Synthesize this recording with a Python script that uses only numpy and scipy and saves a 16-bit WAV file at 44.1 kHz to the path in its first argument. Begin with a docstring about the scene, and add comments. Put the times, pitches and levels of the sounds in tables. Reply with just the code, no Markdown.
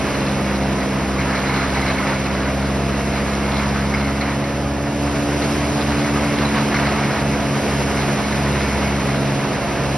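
"""An open field of tall grass, a few metres from a four-cylinder diesel tractor and its forage harvester.
The engine eases and sags with the crop, and its exhaust beats against a second one hauling the trailer.
Knives chop the stalks in surges, loose bits tap the guards, and a blower hisses.
Chaff rattles up a ringing sheet-metal spout, where hard stalks crack and knock."""
import sys
import numpy as np
from scipy import signal
from scipy.fft import rfft, irfft, next_fast_len
from scipy.io import wavfile

SR = 44100
rng = np.random.default_rng(int(sys.argv[2]) if len(sys.argv) > 2 else 0)


def int16_out(signal):
    """Quantize to a 16-bit WAV file."""
    q = np.round(np.clip(np.atleast_2d(signal).T, -1, 1) * 32767)
    wavfile.write(sys.argv[1], SR, q.astype(np.int16))


N = 439677
T = np.arange(N) / SR
FFT_SIZE = next_fast_len(N)
HZ = np.fft.rfftfreq(FFT_SIZE, 1 / SR)

# The near tractor's speed. 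Each row: time in seconds, firings per second.
TRACTOR_SPEED = [(0, 68.1), (0.85, 66.45), (1.3, 66.75), (2.15, 66.95), (2.6, 67.7), (3.3, 68.35),
                 (3.95, 69.0), (5.0, 71.75), (5.35, 72.45), (5.8, 72.6), (6.2, 72.3), (6.9, 70.7),
                 (7.45, 70.6), (9.1, 68.75), (9.7, 69.0)]
# Its exhaust tones at 1, 2, 3 (the boom) and 8 times the firing rate.
# Each row: time in seconds, level in dB.
FIRING_TONE = [(0, -30), (2.2, -30), (3.7, -27.5), (4.3, -30.5), (5.8, -30), (6.7, -33.5), (8.2, -32),
               (8.75, -28), (9.8, -34.5)]
SECOND_TONE = [(0, -37.5), (4.5, -39), (6.3, -32), (7.7, -32), (8.5, -34.5), (9.97, -32.5)]
BOOM_TONE = [(0, -30), (0.45, -23.5), (1.6, -28.5), (3.8, -24), (4.85, -30.5), (6.6, -24), (7.9, -27),
             (8.75, -26), (9.97, -31.5)]
EIGHTH_TONE = [(0, -36), (.8, -37.5), (1.6, -47), (2.0, -35), (2.6, -37), (3.0, -45), (3.8, -51),
               (4.15, -35.5), (4.9, -35.5), (5.8, -38), (6.3, -48), (8.6, -47), (9.2, -39), (9.97, -45)]
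# Its other tones; the quarter multiples come from unequal cylinders.
# Each row: multiple of the firing rate, level in dB before the pipe lifts it.
TRACTOR_TONES = [(.75, -47.5), (1.25, -47), (1.5, -44.5), (3.75, -48), (4, -33), (4.25, -51), (5, -43.5),
                 (6, -47.5), (7, -45.5), (9, -48), (10, -45.5), (12, -50)]
# Exhaust pipe resonances. Each row: centre in Hz, width in Hz, lift in dB.
PIPE_MODES = [(267, 5.3, 3), (289.1, 10.5, 8.3), (362, 6, 5), (435, 8, 6), (465, 4, 6), (479, 11, 9),
              (615, 10, 7), (850, 30, 6)]
# The hauling tractor's near-steady speed. Each row: time in seconds, firings per second.
HAULER_SPEED = [(0, 68.5), (1.3, 68.4), (4.0, 68.4), (5.4, 68.85), (7.3, 68.5), (9.97, 68.3)]
# Its exhaust tones. Each row: multiple of the firing rate, dB against the hauler's level.
HAULER_TONES = [(.75, -19), (1, -8), (1.75, -9), (2, 1.7), (2.25, -13), (2.5, -19), (4.25, -14.5),
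                (5.25, -11.5), (6, -17), (10, -9.5), (10.5, -15.5)]
# Two faint whines. Each row: time in seconds, lower whine in dB, higher whine in dB.
WHINE_LEVELS = [(0, -35.5, -56), (2.6, -42, -56), (3.3, -41.5, -47), (4.8, -41, -43.5), (5.4, -43, -56),
                (6.5, -47, -56), (9.97, -47, -54)]
# The machinery's roar and the blower's hiss. Each row: time in seconds, level in dB.
ROAR_LEVEL = [(0.05, -27), (0.42, -29), (3.45, -29.5), (4.8, -31.5), (5.42, -27.5), (5.61, -27.5),
              (9.09, -27.5), (9.6, -27.5)]
BLOWER_LEVEL = [(0.1, -46), (0.6, -48.1), (1.2, -48.5), (1.9, -45.6), (2.4, -49), (3.3, -46.5),
                (4.8, -50.5), (5.05, -46.6), (5.45, -44.5), (5.7, -45), (7.45, -46), (7.7, -43.5),
                (9.05, -45.5), (9.65, -48), (9.9, -47)]
# Even flow of crop through the knives. Each row: time in seconds, flow level in dB.
EVEN_FEED = [(0, -28), (1.1, -29), (2.25, -27.5), (2.7, -29.5), (3.4, -28), (4.35, -29), (4.75, -30.5),
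             (5.2, -29.5), (6.4, -26.5), (7.15, -29), (7.55, -28.5), (8.65, -27), (9.4, -28.5), (9.97, -29)]
# Thick wads of grass on top of that flow.
# Each row: start in seconds, hold in seconds, extra dB at the knives, extra dB at the spout.
GRASS_WADS = [(0.79, 0.041, 1.5, 0), (1.177, 0.96, 2.5, 0.5), (1.52, 0.073, 1, 3.5),
              (3.117, 0.047, 0.5, 2.5), (3.51, 0.13, 2, 2), (3.937, 0.081, 2.5, 3), (4.215, 0.1, 3, 1),
              (6.537, 0.06, 3, 2), (6.713, 0.5, 3, 1), (6.735, 0.14, 1.5, -1), (7.96, .08, 1.5, 2.5)]
# Tone colour of roar, knives, blower and cracking stalks. Each row: frequency in Hz, relative level in dB.
ROAR_EQ = [(20, -23), (40, -22), (55, -16), (85, -1.5), (110, -15.5), (160, 3.5), (250, -1), (390, 2.5),
           (490, -0.9), (600, 2), (710, -1.3), (790, -4.5), (1400, -11.5), (2600, -11.5), (3300, -19.5),
           (6000, -24), (12000, -100)]
CHOP_EQ = [(300, -20), (700, -3), (1000, 1), (1400, 0), (1900, -2), (2250, -5), (2500, -9), (3300, -15),
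           (4200, -15), (5500, -21), (6000, -21), (9000, -36), (12000, -42)]
BLOWER_EQ = [(1000, -9), (2200, 1), (2800, 9), (3400, 5), (4500, 6), (5200, 7.5), (6600, 6), (8000, 3.3),
             (9200, -.5), (11000, .3), (12000, -2.5)]
CRACK_EQ = [(600, -14), (1200, -1), (1900, 1), (2600, -8), (3300, -14), (5500, -14), (8000, -25),
            (12000, -40)]
# Spout resonances: soft chaff rings the low ones, coarse pieces reach the high ones.
# Each row: centre in Hz, width in Hz, relative level in dB.
SPOUT_LOW_MODES = [(1400, 200, -11), (2165, 150, 0)]
SPOUT_HIGH_MODES = [(3650, 350, -8), (4150, 280, 0), (5000, 250, -3)]
# Hard stalks, each striking its own part of the spout.
# Each row: start in seconds, ring in dB, crack in dB before its EQ, knock in dB, knock pitch in Hz.
STALK_HITS = [(0.1456, -35, -33, -38, 4180), (1.183, -26, -37, -42, 4200), (1.205, -30, -31, -42, 4080),
              (1.352, -38, -28, -37, 4170), (1.468, -37, -46, -37.5, 4100), (1.495, -28, -39, -38, 4180),
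              (1.54, -32, -41, -36, 4350), (1.575, -29, -36, -38, 4200), (1.617, -30, -39, -40, 4150),
              (1.745, -38, -48, -36, 4100), (1.766, -30, -44, -40, 4280), (1.815, -27, -46, -41, 4050),
              (1.86, -30, -34, -39, 4300), (1.879, -27, -31, -33, 4080), (1.905, -29, -34, -40, 4200),
              (1.982, -26, -48, -38, 4250), (2.068, -29, -28, -43, 5050), (2.15, -28, -44, -50, 4200),
              (3.13, -44, -43, -37, 4180), (3.553, -32, -46, -44, 4300), (3.585, -38, -38, -52, 4200),
              (3.624, -32, -46, -52, 4200), (3.937, -23, -31.5, -38, 5000), (3.972, -33, -42, -46, 4200),
              (4.045, -30, -48, -45, 4200), (4.209, -28, -31.5, -32.5, 4140), (4.253, -37, -36, -46, 5000),
              (4.439, -31, -40, -39, 4250), (5.42, -42, -31, -33, 4130), (5.441, -32, -34, -39, 4750),
              (5.523, -44, -48, -39, 5230), (6.04, -28, -45, -46, 4100), (6.448, -35, -38, -32, 4000),
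              (6.5685, -34, -45, -42, 4400), (6.742, -25, -27, -35, 4380), (6.761, -33, -37, -37, 5650),
              (6.797, -36, -32, -40, 4450), (6.866, -32, -29, -34.5, 4330), (7.034, -29, -34, -48, 4200),
              (7.108, -35, -39, -39, 5200), (7.162, -34, -39, -46, 4300), (7.32, -33, -38, -50, 4200),
              (7.97, -29, -36, -44, 4200), (8.24, -34, -41, -46, 4200), (8.998, -33, -41, -46, 4200)]
# Stereo width. Each row: frequency in Hz, likeness of left and right from 0 to 1.
STEREO_LIKENESS = [(60, .8), (150, .8), (300, .86), (600, .95), (800, .9), (1100, .95), (1750, .998),
                   (2550, .99), (2850, .7), (3350, .1), (3950, .52), (4550, .26), (4720, .72), (5000, .92),
                   (5300, .965), (5560, .87), (5750, .68), (6200, .68), (6600, .995), (8200, .995),
                   (8900, .42), (9600, .995)]
# Stereo phase. Each row: frequency in Hz, lead of the left side in radians.
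LEFT_LEAD = [(300, 0), (800, -.25), (1100, -.05), (1400, 0), (2600, 0), (3100, -.7), (3600, 1), (4400, 1.6),
             (4700, .05), (5150, 0), (5600, .4), (6200, 2), (6450, 3.1), (8200, 3.2), (8800, 3.8),
             (9100, 5.9), (9600, 6.28)]
# Stereo balance. Each row: frequency in Hz, left minus right in dB.
BALANCE = [(250, 0), (500, -2), (700, -.6), (900, -4.3), (1100, -2.6), (1800, 0), (2200, .4), (2550, -.5),
           (2800, -3.6), (3100, -4.3), (3400, -1.8), (4100, -1.7), (4550, -2.4), (5000, 0)]


def amp(db):
    """Decibels to gain."""
    return 10 ** (np.asarray(db) / 20)


def unit(x):
    """Scales to rms 1."""
    return x / np.sqrt(np.mean(x ** 2) + 1e-20)


def curves(rows):
    """Each column after the first as a curve over time."""
    s, *columns = np.transpose(rows)
    return [np.interp(T, s, c) for c in columns]


def over_hz(points):
    """Joins points on a log-frequency axis."""
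    hz, value = np.transpose(points)
    return np.interp(np.log(HZ + 1), np.log(hz + 1), value)


def wander(rate_hz, size=4096):
    """Smooth random drift of rms 1, up to about the given rate."""
    lowpass = 1 / (1 + (np.fft.rfftfreq(size, T[-1] / size) / rate_hz) ** 4)
    slow = irfft(rfft(rng.standard_normal(size)) * lowpass)
    return unit(np.interp(T, np.linspace(0, T[-1], size), slow))


def impacts(per_s, spread_db):
    """Two unrelated trains of random clicks of uneven size."""
    size = amp(spread_db * rng.exponential(1, (2, N)).clip(0, 4))
    return unit(size * rng.standard_normal((2, N)) * (rng.random((2, N)) < per_s / SR))


def colour(x, gain, lo_hz, hi_hz):
    """Spectrum of x through an EQ that gives unit noise an rms of 1 within the band."""
    share = np.mean(gain ** 2 * (HZ > lo_hz) * (HZ < hi_hz))
    return rfft(x, FFT_SIZE) * gain / np.sqrt(share)


def crank(rate_hz, jitter):
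    """Running count of cycles at a speed that trembles slightly."""
    return np.cumsum(rate_hz * (1 + jitter * wander(8.9))) / SR


def pipe_db(hz):
    """The exhaust pipe lifts any tone that the speed carries into one of its resonances."""
    return sum(db / (1 + (2 * (hz - centre) / width) ** 2) for centre, width, db in PIPE_MODES)


def exhaust(firings, tones, rough, fading=0.11):
    """Tones locked to the four-stroke cycle; combustion varies, and the higher ones fade in and out."""
    out = np.zeros(N)
    for multiple, db in tones:
        fade_db = fading * multiple * wander(1.0)
        out += amp(db + fade_db) * np.sqrt(2) * np.cos(2 * np.pi * (multiple * firings + rng.random()))
    return out * (1 + rough * wander(64))


def tractor():
    """The near diesel booms through its pipe; returns the sound and the firing count."""
    rate = curves(TRACTOR_SPEED)[0]
    firings = crank(rate, jitter=.0013)
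    tones = [(multiple, db + pipe_db(multiple * rate)) for multiple, db in TRACTOR_TONES]
    for multiple, levels in (1, FIRING_TONE), (2, SECOND_TONE), (3, BOOM_TONE), (8, EIGHTH_TONE):
        tones.append((multiple, curves(levels)[0]))
    return exhaust(firings, tones, rough=0.08), firings


def hauler(start_db=-31.5, rise_db_per_s=0.2755):
    """The second, rougher exhaust swells slowly, close enough in pitch to beat against the first."""
    firings = crank(curves(HAULER_SPEED)[0], jitter=0.0011)
    return amp(start_db + rise_db_per_s * T) * exhaust(firings, HAULER_TONES, rough=0.18)


def whines(pitches_hz=(321.5, 803)):
    """Two faint, wavering tones among the machines."""
    return sum(amp(db + wander(1.5)) * np.sqrt(2) * np.sin(2 * np.pi * crank(hz, jitter=0.0022))
               for hz, db in zip(pitches_hz, curves(WHINE_LEVELS)))


def roar(firings, firing_depth=0.045, cycle_depth=0.029):
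    """Combustion and gear noise, throbbing with each firing and each four-stroke cycle."""
    throb = 1 + firing_depth * np.cos(2 * np.pi * firings) + cycle_depth * np.cos(np.pi * firings / 2)
    level = amp(curves(ROAR_LEVEL)[0] + 0.38 * wander(30))
    return colour(rng.standard_normal((2, N)) * unit(throb) * level, amp(over_hz(ROAR_EQ)), 380, 780)


def crop_flow(attack_s=0.0099, release_s=0.014, spout_offset_db=-6):
    """Flow in dB at the knives and at the spout: each wad bites quickly, holds and clears."""
    chopping = drumming = curves(EVEN_FEED)[0]
    for start, hold, chop_db, drum_db in GRASS_WADS:
        bite = np.clip((T - start) / attack_s, 0, 1)
        wad = bite * np.exp(-np.maximum(T - start - hold, 0) / release_s)
        chopping = chopping + chop_db * wad
        drumming = drumming + drum_db * wad
    return chopping, drumming + spout_offset_db


def crop_gain(flow_db, empty_db):
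    """Gain of what the crop adds to the sound of the empty machine; it never quite falls silent."""
    added = amp(flow_db) ** 2 - amp(empty_db) ** 2
    return np.sqrt(np.maximum(added, amp(empty_db) ** 2 / 10))


def chopper(flow_db):
    """Thousands of stalks snap under the knives, in lumpy surges."""
    level = crop_gain(flow_db, empty_db=-32) * amp(-2 + 1.86 * wander(13))
    snaps = impacts(per_s=8000, spread_db=1) * level
    return colour(snaps, amp(over_hz(CHOP_EQ)), 900, 2000)


def panels(flow_db, taps_per_s=300, t60_s=.08, low_hz=800, high_hz=2800, trim_db=-6.5):
    """Loose bits of crop tap guards and covers, each at its own pitch; the high ones ring more softly."""
    t = T[:SR // 12]
    decay = amp(-60 * t / t60_s)
    taps = np.zeros((2, N + len(t)))
    for train in taps:
        for when, pitch, size in rng.random((round(taps_per_s * T[-1]), 3)):
            hz = low_hz * (high_hz / low_hz) ** pitch
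            start = int(when * N)
            strength = np.sign(size - .5) * (1 + abs(2 * size - 1)) / (1 + (hz / 2100) ** 4)
            train[start:start + len(t)] += strength * decay * np.sin(2 * np.pi * hz * t)
    return rfft(unit(taps[:, :N]) * crop_gain(flow_db, empty_db=-36) * amp(trim_db), FFT_SIZE)


def reflections(strength=0.29, longest_s=.028, dull_hz=3000, count=12):
    """Ground, bodywork and trailer wall send back short, dull echoes that ripple the noise spectrum."""
    delays = rng.uniform(longest_s / 10, longest_s, count)
    echoes = np.exp(-2j * np.pi * delays[:, None] * HZ).sum(0) / np.sqrt(count)
    returned = strength / (1 + (HZ / dull_hz) ** 2)
    return (1 + returned * echoes) / np.sqrt(1 + returned ** 2)


def blower(gust_db=0.6):
    """Air and fine chaff rush out of the spout in small gusts."""
    level = amp(curves(BLOWER_LEVEL)[0] + gust_db * wander(22))
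    rush = impacts(per_s=22000, spread_db=-2) * level
    return colour(rush, amp(over_hz(BLOWER_EQ)), 8800, 11300)


def spout_wall(x, modes, lo_hz, hi_hz, dull_hz=5230):
    """Spectrum of x ringing in the sheet metal, which radiates little above dull_hz."""
    gain = sum(amp(db) / (1 + 1j * (HZ ** 2 - hz ** 2) / (width * HZ + 1e-9)) for hz, width, db in modes)
    gain = gain / (1 + (HZ / dull_hz) ** 6)
    return colour(x, abs(gain), lo_hz, hi_hz) * np.exp(1j * np.angle(gain))


def spout(flow_db, soft_db=-3, rasp_db=-9):
    """Chaff drums on the spout wall, and coarse pieces rasp on it in flurries."""
    drumming = crop_gain(flow_db, empty_db=-36)
    soft = impacts(per_s=2400, spread_db=-1.5) * drumming * amp(soft_db + 2 * wander(26))
    coarse = impacts(per_s=220, spread_db=-1) * drumming * amp(rasp_db + 3.5 * wander(15))
    return spout_wall(soft, SPOUT_LOW_MODES, 2030, 2330) + spout_wall(coarse, SPOUT_HIGH_MODES, 3500, 4450)


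def splinters(decay_s, per_s=1500, size=6000):
    """A stalk shatters: a burst of small irregular clicks that starts at once and dies away."""
    clicks = rng.standard_normal((2, size)) * (rng.random((2, size)) < per_s / SR)
    return clicks * np.exp(-T[:size] / decay_s)


def at_level(x, db, decay_s):
    """Gives a burst the energy of this level held for decay_s."""
    return amp(db) * x * np.sqrt(decay_s * SR / (np.sum(x ** 2, axis=1, keepdims=True) + 1e-20))


def struck(hz, db, width_hz, decay_s):
    """Splinters ring one patch of the sheet metal."""
    band = signal.butter(2, [hz - width_hz / 2, hz + width_hz / 2], "bandpass", fs=SR)
    return at_level(signal.lfilter(*band, splinters(decay_s)), db, decay_s)


def stalks(spout_hz=2170, scatter=.025, crack_s=.03):
    """Each hard stalk cracks, rings the spout near its main pitch and knocks a higher resonance."""
    rings, cracks = np.zeros((2, 2, N + SR))
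    for start, ring_db, crack_db, knock_db, knock_hz in STALK_HITS:
        ring_hz = spout_hz * (1 + scatter * rng.uniform(-0.9, 1))
        ring = struck(ring_hz, ring_db, width_hz=190, decay_s=.017)
        knock = struck(knock_hz, knock_db, width_hz=340, decay_s=.021)
        span = slice(round(start * SR), round(start * SR) + ring.shape[1])
        rings[:, span] += ring + knock
        cracks[:, span] += at_level(splinters(crack_s), crack_db, crack_s)
    return rfft(rings[:, :N], FFT_SIZE) + colour(cracks[:, :N], amp(over_hz(CRACK_EQ)), 1500, 6000)


def scene():
    """Mixes the layers as spectra and spreads them between left and right."""
    near_exhaust, firings = tractor()
    tones = rfft(near_exhaust + hauler() + whines(), FFT_SIZE)
    chopping_db, drumming_db = crop_flow()
    machinery = (roar(firings) + chopper(chopping_db) + panels(chopping_db)) * reflections()
    # the spout stands high and clear, so its sounds get no echoes
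    shared, apart = machinery + blower() + spout(drumming_db) + stalks()
    like = np.clip(over_hz(STEREO_LIKENESS), 0, 1)
    left = shared + tones
    right = (like * shared + np.sqrt(1 - like ** 2) * apart + tones) * np.exp(-1j * over_hz(LEFT_LEAD))
    lean = amp(over_hz(BALANCE) / 2)
    return irfft(np.array([left * lean, right / lean]), FFT_SIZE)[:, :N]


def record(dry):
    """A steep low-pass takes off the top of the treble."""
    cutoff_hz = 11680
    taps = signal.firwin(511, cutoff_hz, window=("kaiser", 9), fs=SR)
    return signal.oaconvolve(dry, taps[None], "same")


dry = scene()
out = record(dry)
int16_out(out)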